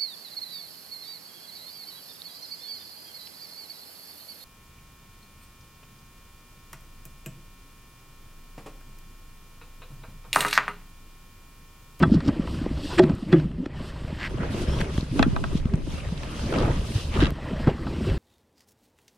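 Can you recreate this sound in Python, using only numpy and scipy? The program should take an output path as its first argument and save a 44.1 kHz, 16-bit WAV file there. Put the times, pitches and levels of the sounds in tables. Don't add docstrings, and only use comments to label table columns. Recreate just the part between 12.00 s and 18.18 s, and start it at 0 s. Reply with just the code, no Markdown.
import sys
import numpy as np
from scipy import signal
from scipy.io import wavfile

SR = 44100
rng = np.random.default_rng(int(sys.argv[2]) if len(sys.argv) > 2 else 0)


def dump(signal):
    limited = np.clip(np.atleast_2d(signal).T, -1, 1)
    pcm = np.round(limited * 32767).astype(np.int16)
    wavfile.write(sys.argv[1], SR, pcm)


N = 272538

# start_s, level_db, favoured_hz, crack_db, slip_s
SNAPS = [(0.0293, -0.5, 1240, -10, 0.0036), (0.034, 2.5, 1370, -32, 0.0042), (0.205, -25.5, 1110, 5, 0.001),
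         (0.288, -13.5, 1170, -12.5, 0.0074), (0.474, -19, 1060, -7.5, 0.0015), (.6605, -23, 840, -7, .001),
         (0.9938, -0.5, 1610, -7.5, 0.0048), (1.038, -14, 1720, -4.5, 0.012),
         (1.096, -13.5, 1120, -9, 0.0023), (1.3275, -2.5, 1570, -12, 0.0044), (1.399, -24, 1610, -2, .005),
         (1.66, -31, 1700, 8, 0.003), (2.432, -17, 1130, -17, .001), (2.814, -15, 1740, -2, 0.0098),
         (2.978, -27, 4000, 6, 0.00066), (3.1929, -1.5, 1160, -8, 0.00083), (3.227, 3, 1700, -8, 0.00046),
         (3.363, -5, 1270, -18, 0.002), (3.4397, -9, 1400, -12, 0.0011), (3.655, -30, 1320, 1.5, .001),
         (3.737, -22.5, 1570, -0.5, 0.00051), (4.233, -20, 1680, -2, 0.00069),
         (4.526, -11, 1180, -10, .003), (4.539, -12.5, 1070, -4.5, .0005), (4.63, -13, 1110, -22, .002),
         (4.682, -19, 815, -19, .004), (5.533, -21.5, 600, -25, .004), (5.6735, -7.5, 1150, -15, 0.00088),
         (5.868, -12, 1160, -20, 0.00096)]
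# pitch_hz, level_db, t60_s
SKIN_MODES = [(666, 12.5, 0.044), (835, 1.5, 0.073), (976, 4.5, 0.022), (1170, -5, 0.054),
              (1303, -0.5, 0.045), (1560, 1.5, 0.028), (1740, -4.5, 0.029), (1894, -7, 0.048),
              (2446, -2.5, 0.036), (2650, 3.5, 0.038), (3350, 7, 0.064), (3500, -3, 0.036),
              (3940, 7, 0.042), (5600, -6.5, 0.01)]
# start_s, level_db, favoured_hz, contact_s, tension_ratio
BOOMS = [(0.02, -12, 192, 0.0054, 0.97), (0.996, -3, 426, 0.0051, 1.02), (1.036, -14, 171, 0.0084, 0.95),
         (1.329, -6.5, 222, 0.0064, 0.99), (1.341, -9, 342, 0.0041, 0.87)]
# pitch_hz, level_db, t60_s, sag_ratio
TUBE_MODES = [(168.6, -0.5, 0.34, 0.21), (340, -17, 0.43, 0.044), (362.2, 2, 0.17, 0.015),
              (562, -7.5, 0.069, .03), (633, -10.5, 0.16, 0.03), (815, -1.5, 0.043, 0.056)]
# time_s, level_db, pitch_hz, swing_cycles
BUMPS = [(0.034, -10, 214, 0.82), (0.081, -11, 182, 0.72), (0.122, -3.5, 233, 1.4), (0.167, -9.5, 178, 2.6),
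         (0.264, -19, 246.7, 1), (0.398, -9, 225, 0.85), (0.618, -18.5, 271.6, 1.7),
         (0.665, -11, 336, 0.72), (0.714, -20.5, 281, 2), (1.04, -12.5, 253, 2.5),
         (1.109, -16, 194.4, 0.88), (1.136, -20.5, 120, 1.3), (1.23, -21, 226, 1.7), (1.458, -16, 177.5, 2),
         (1.665, -19, 313.5, 1.1), (2.047, -20.5, 120.4, 0.64), (2.129, -18, 172, 0.67),
         (2.355, -19, 119.5, 1.1), (2.404, -17.5, 157.4, 1.35), (2.684, -9, 126, 0.31),
         (2.821, -15.5, 169, 1.3), (2.984, -9, 167.5, 0.35), (3.03, -14, 170, 0.41), (3.119, -17, 128, 1.3),
         (3.2, -7.5, 271, 1.66), (3.223, -14, 244, 1), (3.267, -10.5, 263.5, 1.3),
         (3.282, -12.5, 202, 0.67), (3.333, -16.5, 133, 0.71), (3.555, -7.5, 173.8, 0.68),
         (3.658, -10, 134, 0.38), (3.742, -11, 165.1, 1.1), (4.127, -18, 174.7, 1.46),
         (4.646, -13.5, 124.2, 1.4), (4.7, -15, 128, 1.7), (4.961, -16.5, 114.6, 1.6),
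         (5.191, -15.5, 137, 0.82), (5.228, -8.5, 316, 2.5), (5.236, -8.5, 161.6, 1.1),
         (5.321, -16, 145, 0.38), (5.533, -16.5, 194, 0.87), (5.673, -8.5, 276.4, 0.73),
         (5.681, -5.5, 156.5, 0.89), (5.987, -16, 148, 0.53), (6.116, -13, 112, 0.25)]
# fastest_s, rise_s, fall_s, level_db, centre_hz, spread_octaves, judder_hz, depth_ratio
SKIDS = [(0.141, 0.028, 0.023, -41.5, 4160, 0.44, 200, 0.3),
         (0.278, 0.034, 0.02, -42, 3900, 0.55, 110, 0.4), (0.99, 0.013, 0.0093, -24, 1780, 0.48, 204, 0.4),
         (0.988, 0.0091, 0.008, -37.5, 7800, 0.12, 160, 0.3),
         (0.9959, 0.0037, 0.0044, -21, 1690, 0.1, 220, 0.05),
         (1.332, 0.0064, 0.04, -34.5, 1500, 0.48, 105, 0.3),
         (2.259, 0.083, 0.021, -35, 1630, 0.96, 92, 0.04), (2.25, 0.036, 0.028, -30, 1860, 0.4, 136, 1),
         (2.801, 0.025, 0.015, -44, 2350, 0.29, 110, .6), (3.571, 0.022, 0.028, -45, 3500, 0.63, 103, 0.1),
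         (3.99, 0.054, 0.04, -48.5, 2550, 0.18, 110, 0.4),
         (4.546, 0.0075, 0.018, -37.5, 2480, 0.28, 145, 0.4), (4.65, 0.14, 0.064, -27, 400, 0.44, 61, 0.56),
         (4.63, 0.073, 0.088, -36.5, 1110, 0.4, 70, 0.6), (4.606, 0.05, 0.034, -43, 3280, 0.48, 110, 0.3),
         (5.151, 0.025, 0.026, -38.5, 2580, 0.44, 120, 0.2), (5.199, 0.037, 0.067, -37, 380, 0.5, 90, 0.8),
         (5.205, 0.054, 0.065, -36.5, 1270, 0.26, 106, 0.6),
         (5.214, 0.032, 0.031, -42, 2800, 0.4, 180, 0.6), (5.677, 0.005, 0.025, -22, 424, 0.59, 150, 0.5),
         (5.68, 0.015, 0.034, -38, 2020, 0.57, 156, 0.2)]
# start_s, end_s, level_db, first_hz, last_hz
GROANS = [(0.276, 0.301, -10.5, 289, 257), (0.832, 0.864, -28, 289, 280), (0.93, 0.957, -28, 387, 344),
          (0.975, 1, -13, 323, 375), (1.262, 1.315, -34, 173, 213), (1.27, 1.336, -30.5, 291, 362),
          (1.565, 1.62, -29, 160, 186), (1.58, 1.645, -29.5, 222.5, 286), (3.125, 3.2, -29.5, 233, 315),
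          (4.672, 4.685, -21, 313, 275)]
# start_s,
# level_db, centre_hz
TICKS = [(0.9945, -31, 7800), (1.151, -39, 7950), (2.807, -36, 9500), (3.009, -31, 4020),
         (3.2274, -17, 3600), (3.755, -38, 7000), (4.177, -34.5, 3670), (4.586, -29, 4230)]
# peak_s, length_s, flex_db, drag_db
PRESSES = [(-0.01, 0.078, -12.5, -28.5), (0.133, 0.27, -28, -47.5), (0.291, 0.038, -20.5, -40.5),
           (0.635, 0.74, -32.5, -45), (0.94, 0.066, -45, -37), (1.082, 0.13, -28, -44),
           (1.384, 0.13, -31, -48.5), (1.533, 0.082, -36, -71), (2.455, 0.089, -31.5, -39),
           (2.755, 0.41, -32.5, -41), (3.216, 0.058, -23, -38.5), (3.409, 0.17, -31.5, -72),
           (3.773, 0.095, -32.5, -50), (4.423, 0.37, -39.5, -44.5), (4.665, 0.24, -28.5, -36.5),
           (4.976, 0.19, -36, -43.5), (5.232, 0.13, -24, -33), (5.636, 0.4, -39.5, -43.5),
           (5.89, 0.14, -29, -43.5), (6.105, 0.15, -28, -42.5)]
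# frequency_hz, relative_db
FLEX_SPECTRUM = [(70, -40), (110, 0), (160, -1), (240, 1), (350, -3.5), (450, -16.5), (620, -17.5),
                 (800, -58)]
DRAG_SPECTRUM = [(350, -8), (520, 11), (680, -2.5), (850, 0), (1200, -1), (1650, -5.5), (2200, -5),
                 (3000, -9), (4200, -21), (7000, -27.5)]
SWISH_SPECTRUM = [(1500, -14), (2400, -11), (3200, 18.5), (4000, -3), (5200, 10.5), (6400, -9),
                  (7300, -4.5), (8400, -4), (9400, -3.5), (10500, -9), (13000, -20.5), (15000, -44)]
# fastest_s, length_s, level_db
SWEEPS = [(0.56, 0.16, -50), (0.915, 0.17, -42), (1.3, 0.091, -58), (1.87, 0.1, -52.5), (2.26, 0.041, -52),
          (2.6, 0.093, -44.5), (2.79, 0.13, -48), (2.99, 0.075, -46), (3.19, 0.089, -47.5),
          (3.48, 0.26, -52), (3.96, 0.15, -51.5), (4.38, 0.68, -52), (4.57, 0.3, -48), (4.78, 0.068, -49),
          (4.99, 0.17, -42), (5.21, 0.11, -44), (5.62, 0.037, -50.5), (6.06, 0.2, -47.5)]
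# start_s, end_s, drag_change_db, swish_change_db
PAUSES = [(1.135, 1.274, -7.5, 1.5), (1.461, 1.75, -6, -9), (3.61, 3.888, -5.5, -15),
          (5.725, 5.87, -11, -0.5)]
# time_s, pitch_hz, level_db
SQUEAK = [(2.65, 5000, -84), (2.685, 5200, -51), (2.735, 5370, -49), (2.77, 5700, -57), (2.81, 5820, -53),
          (2.83, 5800, -80)]
# time_s, relative_db
BREEZE = [(0.0, -50), (1.72, -44.5), (2.65, -34.5), (3.35, -36.5), (4.08, -38), (4.45, -39), (4.68, -31),
          (5.08, -37), (5.23, -24), (5.36, -42), (5.61, -38), (5.87, -37.5), (6.02, -41), (6.18, -39)]
# frequency_hz, relative_db
WIND_SPECTRUM = [(15, 1.5), (25, -2), (45, -7.5), (65, 2.5), (100, -11), (140, -2.5), (250, -83)]
# peak_s, level_db
LOW_SURGES = [(2.3, -42), (3.2, -23), (3.78, -38), (5.25, -39)]
# frequency_hz, correlation_ratio
PORT_LIKENESS = [(25, 0.97), (160, 1), (350, 1), (650, 0.48), (1400, 0.21), (2800, 0.66), (5500, 0.06),
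                 (9000, 0), (14000, 0)]
# centre_hz, width_hz, gain_db
MONO_COLOUR = [(437, 69, -4.5), (1860, 94, 2.5), (2295, 370, -3.5), (3850, 1040, -2), (4400, 420, 2.5),
               (6300, 890, -8), (8650, 490, 5.5), (9590, 3040, -11)]


def snaps(slip_db=-4, crack_s=0.0023, crack_hz=3400, skin_db=-17.5, shiver_db=-19, shiver_s=0.021):
    out, lead = np.zeros((2, N)), round(.028 * SR)
    t = np.arange(-lead, SR // 8) / SR
    for s, db, favoured_hz, crack_db, slip_s in SNAPS:
        slip = from_db(slip_db) * np.exp(-abs(t) / (slip_s + 1e-6))
        envelope = np.where(t < 0, slip, np.exp(-abs(t) / crack_s))
        mid, side, chatter = rng.standard_normal((3, len(t))) * envelope
        body = from_db(skin_db) * skin((t == 0) + 0.045 * chatter, favoured_hz)
        crack = band(stereo(mid, side, crack_hz), 350, "high")
        crack = from_db(crack_db) * band(crack, crack_hz, "low", order=1)
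        wrinkles = rng.standard_normal((2, len(t))) * (t >= 0) * np.exp(-abs(t) / shiver_s)
        shiver = band(stereo(*wrinkles, favoured_hz), [favoured_hz * 0.66, favoured_hz * 0.95], "band")
        add(out, s + t[0], from_db(db) * band(body + crack + from_db(shiver_db) * shiver, 3640, "low"))
    return out


def skin(force, favoured_hz, reach_octaves=0.4):
    out, tension = 0, 1 + rng.normal(0, .007)
    for k, (hz, db, t60_s) in enumerate(SKIN_MODES):
        share = 1 / (1 + (np.log2(hz / favoured_hz) / reach_octaves) ** 2)
        mode = (-1) ** k * from_db(rng.normal(0, 1.2)) * ring(force, hz * tension, t60_s)
        side = rng.choice([-1, 1]) * np.gradient(mode) * SR / (2 * np.pi * hz)
        out = out + from_db(db) * share * stereo(mode, side, hz)
    return out


def booms(reach_octaves=0.92, relax_s=0.0312):
    out, t = np.zeros(N), np.arange(SR // 2) / SR
    for s, db, favoured_hz, contact_s, tension in BOOMS:
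        for hz, mode_db, t60_s, sag in TUBE_MODES:
            share = 1 / (1 + (np.log2(hz / favoured_hz) / reach_octaves) ** 4)
            envelope = np.minimum(t / contact_s, 1) * from_db(-60 * t / t60_s)
            waver = .016 * drift(60)[:len(t)]
            bend = tension + sag * (np.exp(-t / relax_s) - .5) + waver
            tone = np.sin(2 * np.pi * hz * np.cumsum(bend) / SR)
            add(out, s - contact_s / 2, from_db(db + mode_db) * share * envelope * tone)
    return out


def bumps(sag=0.129, lean=0.36, heave=0.67, heave_hz=60):
    out = np.zeros(N)
    for (s, db, hz, swings), phase in zip(BUMPS, rng.uniform(0, 2 * np.pi, len(BUMPS))):
        t = np.arange(-round(min(s, .04) * SR), round(.08 * SR)) / SR
        age = t * hz / (.38 * swings)
        skewed_age = age * (1 - lean * np.tanh(age))
        swell = 1 / np.cosh(np.clip(skewed_age, -50, 50))
        turns = np.cumsum(hz * (1 - sag * np.tanh(age))) / SR
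        slow = 2 * np.pi * heave_hz * t
        push = heave * (150 / hz) ** 2 * slow * np.exp(-slow ** 2 / 2)
        add(out, s + t[0], from_db(db) * (swell * np.sin(2 * np.pi * turns + phase) + push))
    return band(out, 28, "high")


def skids(ringing=0.24, slips_per_s=450):
    out, size = np.zeros((2, N)), SR // 2
    for s, rise_s, fall_s, db, hz, octaves, judder_hz, depth in SKIDS:
        start = max(s - 2 * rise_s, 0)
        t = start + np.arange(size) / SR - s
        speed = np.exp(-abs(t / np.where(t < 0, rise_s, fall_s)) ** 3)
        cycle = np.cumsum(judder_hz * from_db(7.2 * drift(60)[:size])) / SR % 1
        roughness = grains(slips_per_s, 0.67, size) + rng.standard_normal((2, size))
        force = roughness * np.exp(-3 * depth * cycle)
        edges_hz = [hz / 2 ** octaves, hz * 2 ** octaves]
        rasp = rms_one(band(stereo(*force, hz), edges_hz, "band"))
        rung = rms_one(band(skin(force[0], hz), edges_hz, "band"))
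        above_lowest_mode = hz > SKIN_MODES[0][0]
        add(out, start, from_db(db) * speed * rms_one(rasp + ringing * above_lowest_mode * rung))
    return out


def groans(waver=0.026, shake_db=4.5, overtone_db=-22):
    out = np.zeros(N)
    for start, end, db, first_hz, last_hz in GROANS:
        size = round((end - start) * SR)
        progress = np.linspace(0, 1, size)
        hz = (first_hz + (last_hz - first_hz) * progress) * (1 + waver * drift(66)[:size])
        phase = 2 * np.pi * np.cumsum(hz) / SR
        swell = np.sqrt(abs(np.sin(np.pi * progress))) * from_db(db + shake_db * drift(60)[:size])
        add(out, start, swell * (np.sin(phase) + from_db(overtone_db) * np.sin(2 * phase)))
    return out


def creak(start_s=5.203, gap_s=0.005, slowing=1.13, slip_s=0.002, rasp_db=-26.5, ring_db=-42):
    out, t = np.zeros((2, N)), np.arange(SR // 20) / SR
    favoured_hz, edges_hz = 1700, (1000, 3900)
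    s, slip = start_s, np.exp(-(t / slip_s - 1) ** 2)
    for k in range(9):
        force = rng.standard_normal((2, len(t)))
        rasp = rms_one(band(stereo(*force, favoured_hz), edges_hz, "band", order=3))
        rung = rms_one(band(skin(force[0] * slip, favoured_hz), edges_hz, "band", order=3))
        add(out, s, from_db(rasp_db) * rasp * slip + from_db(ring_db) * rung)
        s += gap_s * slowing ** k
    return out


def ticks(decay_s=0.0018, width_ratio=1.23):
    out, t = np.zeros((2, N)), np.arange(SR // 50) / SR
    for s, db, hz in TICKS:
        noise = stereo(*rng.standard_normal((2, len(t))), hz)
        burst = rms_one(band(noise, [hz / width_ratio, hz * width_ratio], "band"))
        add(out, s, from_db(db) * burst * np.exp(-t / decay_s))
    return out


def tube_flex(flexing, resting_db=-42.5):
    rub = friction(FLEX_SPECTRUM, slips_per_s=120, grainy=0.69, flicker_db=4)
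    return np.hypot(flexing, from_db(resting_db)) * rub


def hand_drag(dragging, pause_db, resting_db=-46.5):
    rub = friction(DRAG_SPECTRUM, slips_per_s=500, grainy=0.22, flicker_db=3)
    return np.hypot(dragging, from_db(resting_db + pause_db)) * rub


def sleeves(pause_db, resting_db=-56, sheen_db=1.5, crease_db=-15):
    resting = from_db(resting_db)
    sweeping = np.hypot(swells(SWEEPS, rise_share=0.62), resting * from_db(pause_db))
    hiss = friction(SWISH_SPECTRUM, slips_per_s=5100, grainy=0.04, flicker_db=1.5, judder_db=1.3)
    swish = sweeping * hiss
    treble_gain = from_db(sheen_db) * (sweeping / resting) ** -0.13
    swish = swish + (treble_gain - 1) * band(swish, 6100, "high", order=1)
    return swish + sweeping * from_db(crease_db) * creases()


def creases(flicks_per_s=22, favoured_hz=2800, click_gain=0.2):
    flicks = grains(flicks_per_s, 1.5, N)
    clicks = band(stereo(*flicks, favoured_hz), [1500, 6500], "band", order=1)
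    return rms_one(rms_one(skin(flicks[0], favoured_hz)) + click_gain * rms_one(clicks))


def squeak(lower_ratio=0.6, lower_db=2, wobble_hz=200):
    hz, db = in_time(SQUEAK)
    t, turns = np.arange(N) / SR, np.cumsum(hz) / SR
    wobble = band(rng.standard_normal((2, N)) + 1j * rng.standard_normal((2, N)), wobble_hz, "low")
    upper, lower = np.real(wobble * np.exp(2j * np.pi * turns * np.array([[1], [lower_ratio]])))
    sliding = (t > SQUEAK[0][0]) & (t < SQUEAK[-1][0])
    return from_db(db + 3 * drift(40)) * sliding * (rms_one(upper) + from_db(lower_db) * rms_one(lower))


def rumble(flexing, wander_db, wind_db=5, heave_db=-2):
    breeze = from_db(in_time(BREEZE)[0] + wind_db + wander_db)
    noise = friction(WIND_SPECTRUM, slips_per_s=140, grainy=0.4, judder_db=2, judder_hz=12)
    return np.hypot(breeze, from_db(heave_db) * flexing) * noise


def low_surges(top_hz=110, attack_s=0.025, release_s=0.27):
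    t = np.arange(N) / SR
    low_noise = rms_one(band(band(rng.standard_normal(N), 15, "high"), top_hz, "low"))
    strength = sum(from_db(db) * np.exp(-abs(t - s) / np.where(t < s, attack_s, release_s))
                   for s, db in LOW_SURGES)
    return strength * low_noise * np.array([[1], [-1]])


def friction(spectrum, slips_per_s, grainy, flicker_db=0, judder_db=0, judder_hz=9):
    forces = [np.sqrt(grainy) * grains(slips_per_s, 4.2, N)
              + np.sqrt(1 - grainy) * rng.standard_normal((2, N)) for _ in range(2)]
    out, edges_hz = 0, 16 * 2 ** (np.arange(31) / 3)
    for k, (low, high) in enumerate(zip(edges_hz, edges_hz[1:])):
        hz, flicker = np.sqrt(low * high), drift(19.2)
        if spectrum[0][0] < high and low < spectrum[-1][0]:
            gain = from_db(at_hz(spectrum, hz) + flicker_db * flicker)
            out = out + gain * stereo(*band(forces[k % 2], [low, high], "band"), hz)
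    out = out * from_db(judder_db * drift(judder_hz))
    return out / np.std(out.mean(axis=0))


def grains(per_s, spread_db, size):
    born = rng.random(size) < per_s / SR
    strength = from_db(spread_db * np.minimum(rng.exponential(1, size), 4))
    return rms_one(born * strength * rng.standard_normal((2, size)))


def swells(rows, rise_share):
    t, power = np.arange(N) / SR, 0
    for s, length_s, db in rows:
        width_s = length_s * np.where(t < s, rise_share, 1 - rise_share)
        power = power + from_db(db) ** 2 * np.exp(-((t - s) / width_s) ** 2)
    return np.sqrt(power)


def pauses(edge_s=0.021):
    t = np.arange(N) / SR
    return sum(np.outer(changes_db, np.tanh((t - start) / edge_s) - np.tanh((t - end) / edge_s)) / 2
               for start, end, *changes_db in PAUSES)


def stereo(mid, side, hz):
    alike = at_hz(PORT_LIKENESS, hz)
    return mid + np.sqrt((1 - alike) / (1 + alike)) * np.array([side, -side])


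def ring(force, hz, t60_s):
    r, w = from_db(-60 / (t60_s * SR)), 2 * np.pi * hz / SR
    return signal.lfilter([0, np.sin(w)], [1, -2 * r * np.cos(w), r * r], force + 1e-18)


def drift(rate_hz, hop=40):
    r = np.exp(-2 * np.pi * rate_hz * hop / SR)
    slow = signal.lfilter([1], [1, -2 * r, r * r], rng.standard_normal(N // hop + 2002))[2000:]
    return np.interp(np.arange(N) / hop, np.arange(len(slow)), rms_one(slow))


def band(x, hz, kind, order=2):
    sos = signal.butter(order, np.clip(hz, 10, .45 * SR), kind, fs=SR, output="sos")
    return signal.sosfilt(sos, x + 1e-18)


def at_hz(points, hz):
    frequencies, values = np.transpose(points)
    return np.interp(np.log(hz), np.log(frequencies), values)


def in_time(rows):
    s, *columns = np.transpose(rows)
    return [np.interp(np.arange(N) / SR, s, column) for column in columns]


def add(track, s, sound):
    at = max(0, round(s * SR))
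    track[..., at:at + sound.shape[-1]] += sound[..., :max(0, N - at)]


def from_db(db):
    return 10 ** (np.asarray(db) / 20)


def rms_one(x):
    return x / np.sqrt(np.mean(x ** 2) + 1e-20)


def scene(unsteady_db=1.5, press_rise_share=0.61):
    still_hands_db, still_arms_db = pauses()
    weight = drift(2.4)
    flexing = swells([(s, length_s, db) for s, length_s, db, _ in PRESSES], press_rise_share)
    dragging = swells([(s, length_s, db) for s, length_s, _, db in PRESSES], press_rise_share)
    low_end = rumble(flexing, wander_db=weight)
    hands = from_db(unsteady_db * weight) * (tube_flex(flexing) + hand_drag(dragging, still_hands_db))
    bed = low_end + hands + sleeves(still_arms_db) + low_surges()
    return bumps() + booms() + groans() + snaps() + ticks() + skids() + creak() + squeak() + bed


def record(dry, stereo_from_s=2.29, stereo_to_s=5.312, tick_db=-33, step_db=-22, cutoff_hz=15000):
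    mono = dry.mean(axis=0)
    for hz, width_hz, db in MONO_COLOUR:
        mono = mono + (from_db(db) - 1) * signal.lfilter(*signal.iirpeak(hz, hz / width_hz, fs=SR), mono)
    t = np.arange(N) / SR
    wide = np.clip(np.minimum(t - stereo_from_s, stereo_to_s - t) / .01, 0, 1)
    heard = wide * dry + (1 - wide) * mono
    tick = from_db(step_db) + from_db(tick_db) * np.cos(2 * np.pi * 13000 * t[:200])
    add(heard, stereo_to_s - .006, tick * np.exp(-t[:200] / .0002))
    rounded = 1.6 * np.tanh(heard / 1.6)
    return signal.sosfilt(signal.ellip(10, .1, 80, cutoff_hz, fs=SR, output="sos"), rounded)


dry = scene()
out = record(dry)
dump(out)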